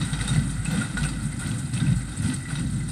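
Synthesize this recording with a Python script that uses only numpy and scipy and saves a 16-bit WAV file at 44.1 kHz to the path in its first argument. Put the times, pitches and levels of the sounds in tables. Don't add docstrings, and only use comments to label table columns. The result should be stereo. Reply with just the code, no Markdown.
import sys
import numpy as np
from scipy import signal
from scipy.fft import rfft, irfft, next_fast_len
from scipy.io import wavfile

SR = 44100
rng = np.random.default_rng(int(sys.argv[2]) if len(sys.argv) > 2 else 0)


def generate_wav(sig):
    pcm = np.round(np.clip(np.atleast_2d(sig).T, -1, 1) * 32767).astype(np.int16)
    wavfile.write(sys.argv[1], SR, pcm)


def attenuation_scalar(level_db):
    decades = np.asarray(level_db, float) / 20
    return 10 ** decades


N = 128331
TIME_S = np.arange(N) / SR
RECEDE_DB_PER_S = -3


def noise(*rows):
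    return rng.standard_normal((*rows, N))


def rms_one(x):
    return x / np.sqrt(np.mean(x ** 2) + 1e-20)


def at_hz(points, hz):
    points = np.array(points)
    return np.interp(np.log(hz + 1), np.log(points[:, 0]), points[:, 1])


def shaped(x, response):
    size = next_fast_len(N + SR // 10)
    hz = np.arange(size // 2 + 1) * SR / size
    return irfft(rfft(x, size) * response(hz), size)[..., :N]


def drift(rate_hz):
    r = np.exp(-80 * np.pi * rate_hz / SR)
    slow = signal.lfilter([1], [1, -2 * r, r * r], rng.standard_normal(N // 40 + 2002))[2000:]
    return np.interp(np.arange(N) / 40, np.arange(len(slow)), rms_one(slow))


def ring(clicks, hz, t60_s):
    r, w = attenuation_scalar(-60 / (t60_s * SR)), 2 * np.pi * hz / SR
    return signal.lfilter([0, np.sin(w)], [1, -2 * r * np.cos(w), r * r], clicks + 1e-18)


def swell(at_s, rise_s, fall_s):
    t = np.maximum(TIME_S - at_s, 0)
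    shape = (1 - np.exp(-t / rise_s)) * np.exp(-t / fall_s)
    return shape / (shape.max() + 1e-12)


def pan(db):
    return attenuation_scalar(db * np.array([[.5], [-.5]]))


# start in seconds, length in seconds, level over idle in dB.
RATTLES = [(0, 0.055, 4.5), (0.117, .04, 4), (0.193, .17, 6), (0.646, 0.015, 3), (0.694, 0.13, 9),
           (0.961, 0.12, 7), (1.394, 0.1, 7), (1.524, 0.033, 7), (1.726, 0.19, 7), (2.07, 0.15, 4),
           (2.218, 0.11, 11), (2.477, 0.12, 10), (2.752, 0.074, 3), (2.875, 0.034, 6)]


def effort():
    idle_db, rise_s, fall_s = -45.5, 0.012, 0.06
    gates = []
    for start_s, length_s, db in RATTLES:
        rise = np.clip((TIME_S - start_s) / rise_s, 0, 1)
        gates.append(db * rise * np.exp(-np.maximum(TIME_S - start_s - length_s, 0) / fall_s))
    return idle_db + RECEDE_DB_PER_S * TIME_S + np.max(gates, axis=0)


# frequency in Hz, level per Hz in dB.
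RUMBLE = [(13, -56), (22, -50), (38, -9), (54, -18), (76, -9), (139, -3), (263, -13.5), (390, -35),
          (460, -84), (600, -17.5), (1010, -120)]
# middle in seconds, half length in seconds, level over idle in dB.
STROKES = [
    (0.0, 0.048, 11.5),
    (0.393, 0.076, 11),
    (0.778, 0.066, 12),
    (1.064, 0.13, 4.5),
    (1.514, 0.1, 7),
    (1.877, 0.091, 8.5),
    (2.255, 0.077, 9),
    (2.638, 0.057, 5.5),
    (2.79, 0.068, 5.5),
]
# start in seconds, peak in dB, pitch in Hz.
BOOMS = [(0.01, -13.5, 146.8), (0.124, -13, 148.4), (0.065, -25, 201), (0.206, -18.5, 134.4),
         (0.244, -23.5, 200), (0.311, -10, 137.1), (0.351, -14, 165), (0.375, -9, 137), (0.585, -19, 116),
         (0.677, -15, 150), (0.721, -19, 127.5), (0.783, -26, 168.6), (1.017, -14, 147.7),
         (1.262, -20, 160.6), (1.394, -29, 129), (1.482, -23, 127), (1.628, -18.5, 156.7),
         (1.816, -12.5, 152.7), (1.738, -22, 120.8), (1.846, -14, 149.3), (1.887, -10, 122.2),
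         (1.918, -15.5, 170.4), (1.961, -12.5, 120.4), (2.197, -16.5, 126), (2.282, -18, 245),
         (2.604, -23, 133.8), (2.527, -20, 139), (2.652, -15.5, 128.7), (2.75, -21, 192.6)]


def chamber(effort_db):
    rumble_db, shell_db, shell_follows = -34, -43, 0.35
    shell_hz, shell_width_hz = 258, 51
    boom_rise_s, boom_fall_s, boom_db = 0.028, 0.01, -4.5

    def rumble_colour(f):
        band = (f > 15) / (1 + (f / 470) ** 8) / (1 + (60 / (f + 1)) ** 2)
        return attenuation_scalar(at_hz(RUMBLE, f)) * band

    loads = [db * np.exp(-.5 * ((TIME_S - s) / half_s) ** 2) for s, half_s, db in STROKES]
    rumble_gain = attenuation_scalar(np.max(loads, axis=0) + rumble_db + 1.4 * drift(2.4))
    rumble = rumble_gain * rms_one(shaped(noise(), rumble_colour))
    shell = rms_one(shaped(noise(), lambda f: 1 / (1 + ((f - shell_hz) / shell_width_hz) ** 2)))
    shell = shell * attenuation_scalar(shell_db + shell_follows * (effort_db - effort_db.mean()))
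    booms = np.zeros(N)
    for s, db, hz in BOOMS:
        tone = np.sin(2 * np.pi * hz * TIME_S + rng.uniform(0, 2 * np.pi))
        booms += attenuation_scalar(db + boom_db) * swell(s, boom_rise_s, boom_fall_s) * tone
    return rumble + booms + shell


# time in seconds, level in dB.
EXHAUST = [(0, -44), (.2, -36), (.44, -35.5), (.7, -36), (.87, -54), (.97, -32.5), (1.3, -36.5),
           (1.54, -48), (1.73, -48), (1.94, -30.5), (2.2, -44), (2.4, -48), (2.6, -38), (2.78, -37),
           (2.91, -38)]
# multiple of the firing rate, level against the firing tone in dB.
ORDERS_DB = [(2, -13), (3, -14), (4, -18)]


def engine():
    turn = 2 * np.pi * np.cumsum(53.1 + 0.08 * drift(1.7)) / SR
    tone = np.sin(turn)
    for multiple, db in ORDERS_DB:
        tone = tone + attenuation_scalar(db + 1.8 * drift(4.2)) * np.sin(multiple * turn + .5 * drift(3.2))
    level_db = np.interp(TIME_S, *np.transpose(EXHAUST))
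    return np.sqrt(2) * attenuation_scalar(level_db + 1.5 * drift(3.4)) * tone


# pitch in Hz, level in dB, 60 dB decay in seconds, left over right in dB.
STEEL = [(505.7, -13, 0.087, 1.5), (787, -18, 0.082, -11), (1430, -8, 0.063, -4.5), (1530, -9.5, 0.1, -0.5),
         (1960, -6.5, 0.043, 11), (2600, -14, 0.024, 14.5), (3290, -16.5, 0.015, -9),
         (3680, -10, 0.045, -3), (3900, -5.5, .025, 6), (4450, -16.5, 0.026, 18.5), (4900, -11, 0.023, -6),
         (5820, -20.5, 0.085, 8)]


def clatter(effort_db):
    knocks_per_s, spread_db, damping = 1500, 1.5, 0.65
    level_db, ringing_db, knock_cut_hz = 2, -1.5, 14000
    sizes = attenuation_scalar(spread_db * np.minimum(rng.exponential(1, (3, N)), 5)) * rng.choice([-1, 1], (3, N))
    struck = rng.random((3, N)) < knocks_per_s * attenuation_scalar(2.0 * drift(15)) / SR
    knocks = sizes * struck + 0.54 * noise(3)
    rung = np.zeros((2, N))
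    for hz, db, t60_s, pan_db in STEEL:
        part = ring(knocks[0] * noise(), hz, damping * t60_s)
        rung += attenuation_scalar(db + 2.24 * drift(11.0)) * pan(pan_db) * part
    gain = attenuation_scalar(effort_db + level_db)
    dry_knocks = rms_one(shaped(knocks, lambda f: 1 / (1 + (f / knock_cut_hz) ** 2)))
    return gain * dry_knocks, gain * attenuation_scalar(ringing_db) * rms_one(rung)


# start in seconds, peak in dB, pitch of the part hit in Hz, its 60 dB decay in seconds.
CLANKS = [(0.0143, -20.5, 3788, .07), (0.1321, -20.5, 3795, 0.071), (0.196, -28, 2017, 0.057),
          (0.2114, -20, 3860, .035), (0.279, -19.5, 3720, 0.078), (0.33, -26, 3650, .025),
          (0.361, -22, 1960, 0.098), (0.4956, -32, 3920, 0.044), (0.6538, -24.5, 2600, 0.047),
          (0.674, -31, 1460, 0.069), (0.7108, -26.5, 3610, 0.076), (0.739, -27.5, 1500, 0.062),
          (0.8021, -30, 3780, .06), (0.814, -19.5, 1430, .07), (0.845, -30, 1960, .05),
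          (0.9702, -20.5, 1470, 0.17), (0.972, -25.5, 3900, 0.037), (1.0386, -21, 2600, 0.023),
          (1.05, -25.5, 1476, 0.069), (1.0879, -25, 4700, .03), (1.1534, -37, 3830, 0.044),
          (1.2306, -41, 1960, 0.061), (1.3206, -32, 2000, 0.17), (1.4144, -30, 1430, 0.14),
          (1.461, -35, 3900, 0.081), (1.5494, -50, 3800, .04), (1.734, -28.5, 3860, .025),
          (1.763, -32, 2600, .04), (1.799, -29.5, 1560, 0.29), (1.802, -25, 3720, 0.039),
          (1.865, -32, 2600, .035), (1.881, -29, 3800, .03), (1.903, -36, 3980, 0.061),
          (1.963, -41, 5700, .1), (1.975, -41, 4300, 0.065), (2.0063, -29.5, 2030, 0.13),
          (2.12, -34, 3680, 0.055), (2.2414, -34.5, 1530, 0.14), (2.3624, -36, 4360, .04),
          (2.4046, -34.5, 1970, 0.16), (2.455, -30.5, 1960, .14), (2.4868, -37, 3830, 0.055),
          (2.504, -24, 1480, 0.071), (2.525, -30, 1960, 0.069), (2.5546, -22.5, 3800, 0.029),
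          (2.585, -31, 3770, .04), (2.6618, -36, 3830, 0.036), (2.742, -42, 6200, .05),
          (2.763, -38, 3840, 0.031), (2.805, -33, 2010, 0.051)]
CRACK_RISE_S = .0004


def clanks():
    bounce_s, bounce_db, strikes = 0.007, -2, 4
    clank_db, reach_db_per_octave = -20, 6
    crack_db, crack_db_per_octave, crack_s = 4, 4.5, .006
    crack_low_hz, crack_top_hz = 2500, 5940
    first_s, first_db, blow_hz, _ = np.transpose(CLANKS)
    late_s = np.cumsum(rng.uniform(0.66, 1.2, (len(CLANKS), strikes)), axis=1) * bounce_s
    hit_s = (first_s[:, None] + late_s - late_s[:, :1]).ravel()
    hit_db = (first_db[:, None] + bounce_db * np.arange(strikes)).ravel()
    hit_hz = np.repeat(blow_hz, strikes)
    ringing = np.zeros((2, N))
    for hz, level_db, t60_s, pan_db in STEEL:
        away_db = reach_db_per_octave * abs(np.log2(hz / hit_hz))
        chance_db = rng.normal(0, 1, len(hit_s))
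        clicks = np.zeros(N)
        clicks[(hit_s * SR).astype(int)] = attenuation_scalar(hit_db + clank_db + 0.096 * level_db - away_db + chance_db)
        ringing += ring(clicks, hz, t60_s) * pan(pan_db)
    bursts = np.zeros(N)
    for s, db, hz in zip(first_s, first_db, blow_hz):
        small_db = crack_db_per_octave * np.log2(hz / crack_top_hz)
        bursts += attenuation_scalar(db + crack_db + small_db) * swell(s, CRACK_RISE_S, crack_s)
    grit = shaped(noise(3), lambda f: f / (f + crack_low_hz) / (1 + (f / crack_top_hz) ** 6))
    return bursts * grit, ringing


# start in seconds, peak in dB, pitch in Hz.
JINGLES = [
    (0.0936, -57, 13500),
    (0.2752, -56, 13700),
    (0.7092, -44, 13200),
    (1.027, -49, 13400),
    (1.0843, -65, 13300),
    (1.2185, -50.5, 14100),
    (1.4675, -51, 13640),
    (1.9633, -56, 13600),
    (2.3395, -56, 13200),
    (2.8877, -57, 13700),
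]


def pings():
    ping_db, rattle_s, strike = -32.5, 0.015, 10
    twin_ratio, twin_db = 1.035, -10
    jingle_db, jingle_rise_s, jingle_rattle_s, jingle_t60_s = -18, 0.0015, 0.019, 0.043
    pans = [(hz, pan_db) for hz, _, _, pan_db in STEEL]
    rattle = noise()
    out = np.zeros((2, N))
    for s, db, hz, t60_s in CLANKS:
        push = swell(s, CRACK_RISE_S, rattle_s) * rattle
        push[int(s * SR)] += strike
        twin = attenuation_scalar(twin_db) * ring(push, hz * twin_ratio, 0.47 * t60_s)
        out += attenuation_scalar(db + ping_db) * (ring(push, hz, t60_s) + twin) * pan(at_hz(pans, hz))
    for s, db, hz in JINGLES:
        push = swell(s, jingle_rise_s, jingle_rattle_s) * rattle
        out += attenuation_scalar(db + jingle_db) * ring(push, hz, jingle_t60_s) * np.array([[1], [.15]])
    return out


def ticks(effort_db):
    ticks_per_s, tick_s, tick_hz, tick_db = 45, .004, 3800, -4.5
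    rate = ticks_per_s * attenuation_scalar(effort_db - effort_db.mean())
    born = (rng.random(N) < rate / SR) * attenuation_scalar(rng.normal(0, 4, N))
    bursts = signal.lfilter([1], [1, -np.exp(-1 / (tick_s * SR))], born)
    grit = shaped(bursts * noise(3), lambda f: 1 / (1 + np.log2((f + 1) / tick_hz) ** 2) ** 2)
    return attenuation_scalar(effort_db + tick_db) * rms_one(grit)


# start in seconds, peak in dB.
SWISHES = [(0.049, -32.5), (0.2119, -35.5), (0.275, -29), (0.329, -41), (0.498, -37), (0.647, -31.5),
           (0.7103, -48), (0.8084, -39), (0.8594, -66), (0.9712, -32), (1.029, -34), (1.228, -38),
           (1.3897, -32.5), (1.4686, -36), (1.581, -35), (1.7325, -36), (1.9594, -39), (2.173, -36),
           (2.221, -39), (2.2682, -37), (2.335, -32), (2.5007, -52), (2.7, -38), (2.886, -36.5)]
# frequency in Hz, level per Hz in dB.
HISS = [(1500, -28.5), (4000, 0), (5600, 1.5), (7500, 8.5), (10500, 6.5), (13000, -1), (15000, -4)]
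# Centres, in Hz, of the bands in which the hiss drifts separately.
HISS_BANDS_HZ = [1500, 3000, 4500, 6000, 7300, 8500, 9700, 11000, 12500, 14000, 15500]


def insects_and_hay(effort_db):
    hiss_db, hiss_follows, patchy_db = -36.5, 0.37, 0.5
    swish_db, swish_rise_s, swish_fall_s = -2, 0.0018, .025
    level = attenuation_scalar(hiss_db + hiss_follows * (effort_db - effort_db.mean()))
    for s, db in SWISHES:
        level = level + attenuation_scalar(db + swish_db) * swell(s, swish_rise_s, swish_fall_s)
    grain, patches = noise(3), np.zeros((3, N))
    for tent in np.eye(len(HISS_BANDS_HZ)):
        band = shaped(grain, lambda f: attenuation_scalar(at_hz(HISS, f)) * np.interp(f, HISS_BANDS_HZ, tent))
        patches += attenuation_scalar(patchy_db * drift(3.7) + 3.44 * drift(73)) * band
    return level * rms_one(patches)


# pitch in Hz, width in Hz, level in dB.
WHIRR = [
    (1398, 160, -52),
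    (1530, 150, -56.5),
    (1999, 69, -56),
]


def whirr():
    hum = np.zeros(N)
    for hz, width_hz, db in WHIRR:
        t60_s = np.log(1000) / np.pi / width_hz
        hum += attenuation_scalar(db + 1.7 * drift(3.3)) * rms_one(ring(noise(), hz, t60_s))
    return attenuation_scalar(.5 * RECEDE_DB_PER_S * TIME_S) * hum * pan(3)


def wind():
    rumble = rms_one(shaped(noise(2), lambda f: f / 120 / (1 + (f / 120) ** 3)))
    return attenuation_scalar(-55.5 + drift(0.49)) * rumble


# frequency in Hz, gain in dB.
LEFT_PORT = [(430, -6.5), (1400, 7), (4000, -1.5), (6400, -7), (7550, -5), (8300, 6), (9500, 2),
             (10300, -10.5)]
RIGHT_PORT = [(430, 7), (1400, 3.5), (3800, -2.5), (5000, -8.5), (6500, -20.5), (9000, -26), (10300, -29),
              (12000, -28)]
TOP_FALL_DB_PER_KHZ = [-2.5, -7]
# lag in seconds, share, phase turn in radians, dulled above in Hz.
ECHOES = [(.00166, .6, 1.96, 4400), (.0017, .45, 2.1, 2880)]
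# frequency in Hz, share of power common to both.
LIKENESS = [(400, 1), (1500, 0.99), (3000, 0.11), (8000, 1), (11000, 0.047)]


def ports(paths):
    def alike(f):
        return np.clip(at_hz(LIKENESS, f), 0, 1)

    out = []
    for colour, fall, echo, scattered in zip((LEFT_PORT, RIGHT_PORT), TOP_FALL_DB_PER_KHZ, ECHOES, paths[1:]):
        lag_s, share, turn, dull_hz = echo

        def port(f):
            top_db = fall * np.maximum(f - colour[-1][0], 0) / 1000
            bounce = share * np.exp(1j * (turn - 2 * np.pi * f * lag_s)) / (1 + (f / dull_hz) ** 2)
            low_cut = (f / 350) ** 2 / (1 + (f / 350) ** 2)
            return attenuation_scalar(at_hz(colour, f) + top_db) * (1 + bounce) * low_cut

        common = shaped(paths[0], lambda f: port(f) * np.sqrt(alike(f)))
        out.append(common + shaped(scattered, lambda f: port(f) * np.sqrt(1 - alike(f))))
    return np.array(out)


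def left_delay(f):
    lag_s, turn_rad = .00004, 0.21
    return np.exp(-1j * (2 * np.pi * f * lag_s + turn_rad * f / (f + 90)))


def scene():
    effort_db = effort()
    knocks, rung = clatter(effort_db)
    cracks, struck = clanks()
    bright = ports(knocks + cracks + insects_and_hay(effort_db) + ticks(effort_db))
    left, right = chamber(effort_db) + engine() + rung + struck + pings() + whirr() + bright
    return np.array([shaped(left, left_delay), right]) + wind()


def band_limit(x):
    return signal.sosfilt(signal.butter(12, 15680, fs=SR, output="sos"), x)


def record(dry):
    return band_limit(dry)


dry = scene()
out = record(dry)
generate_wav(out)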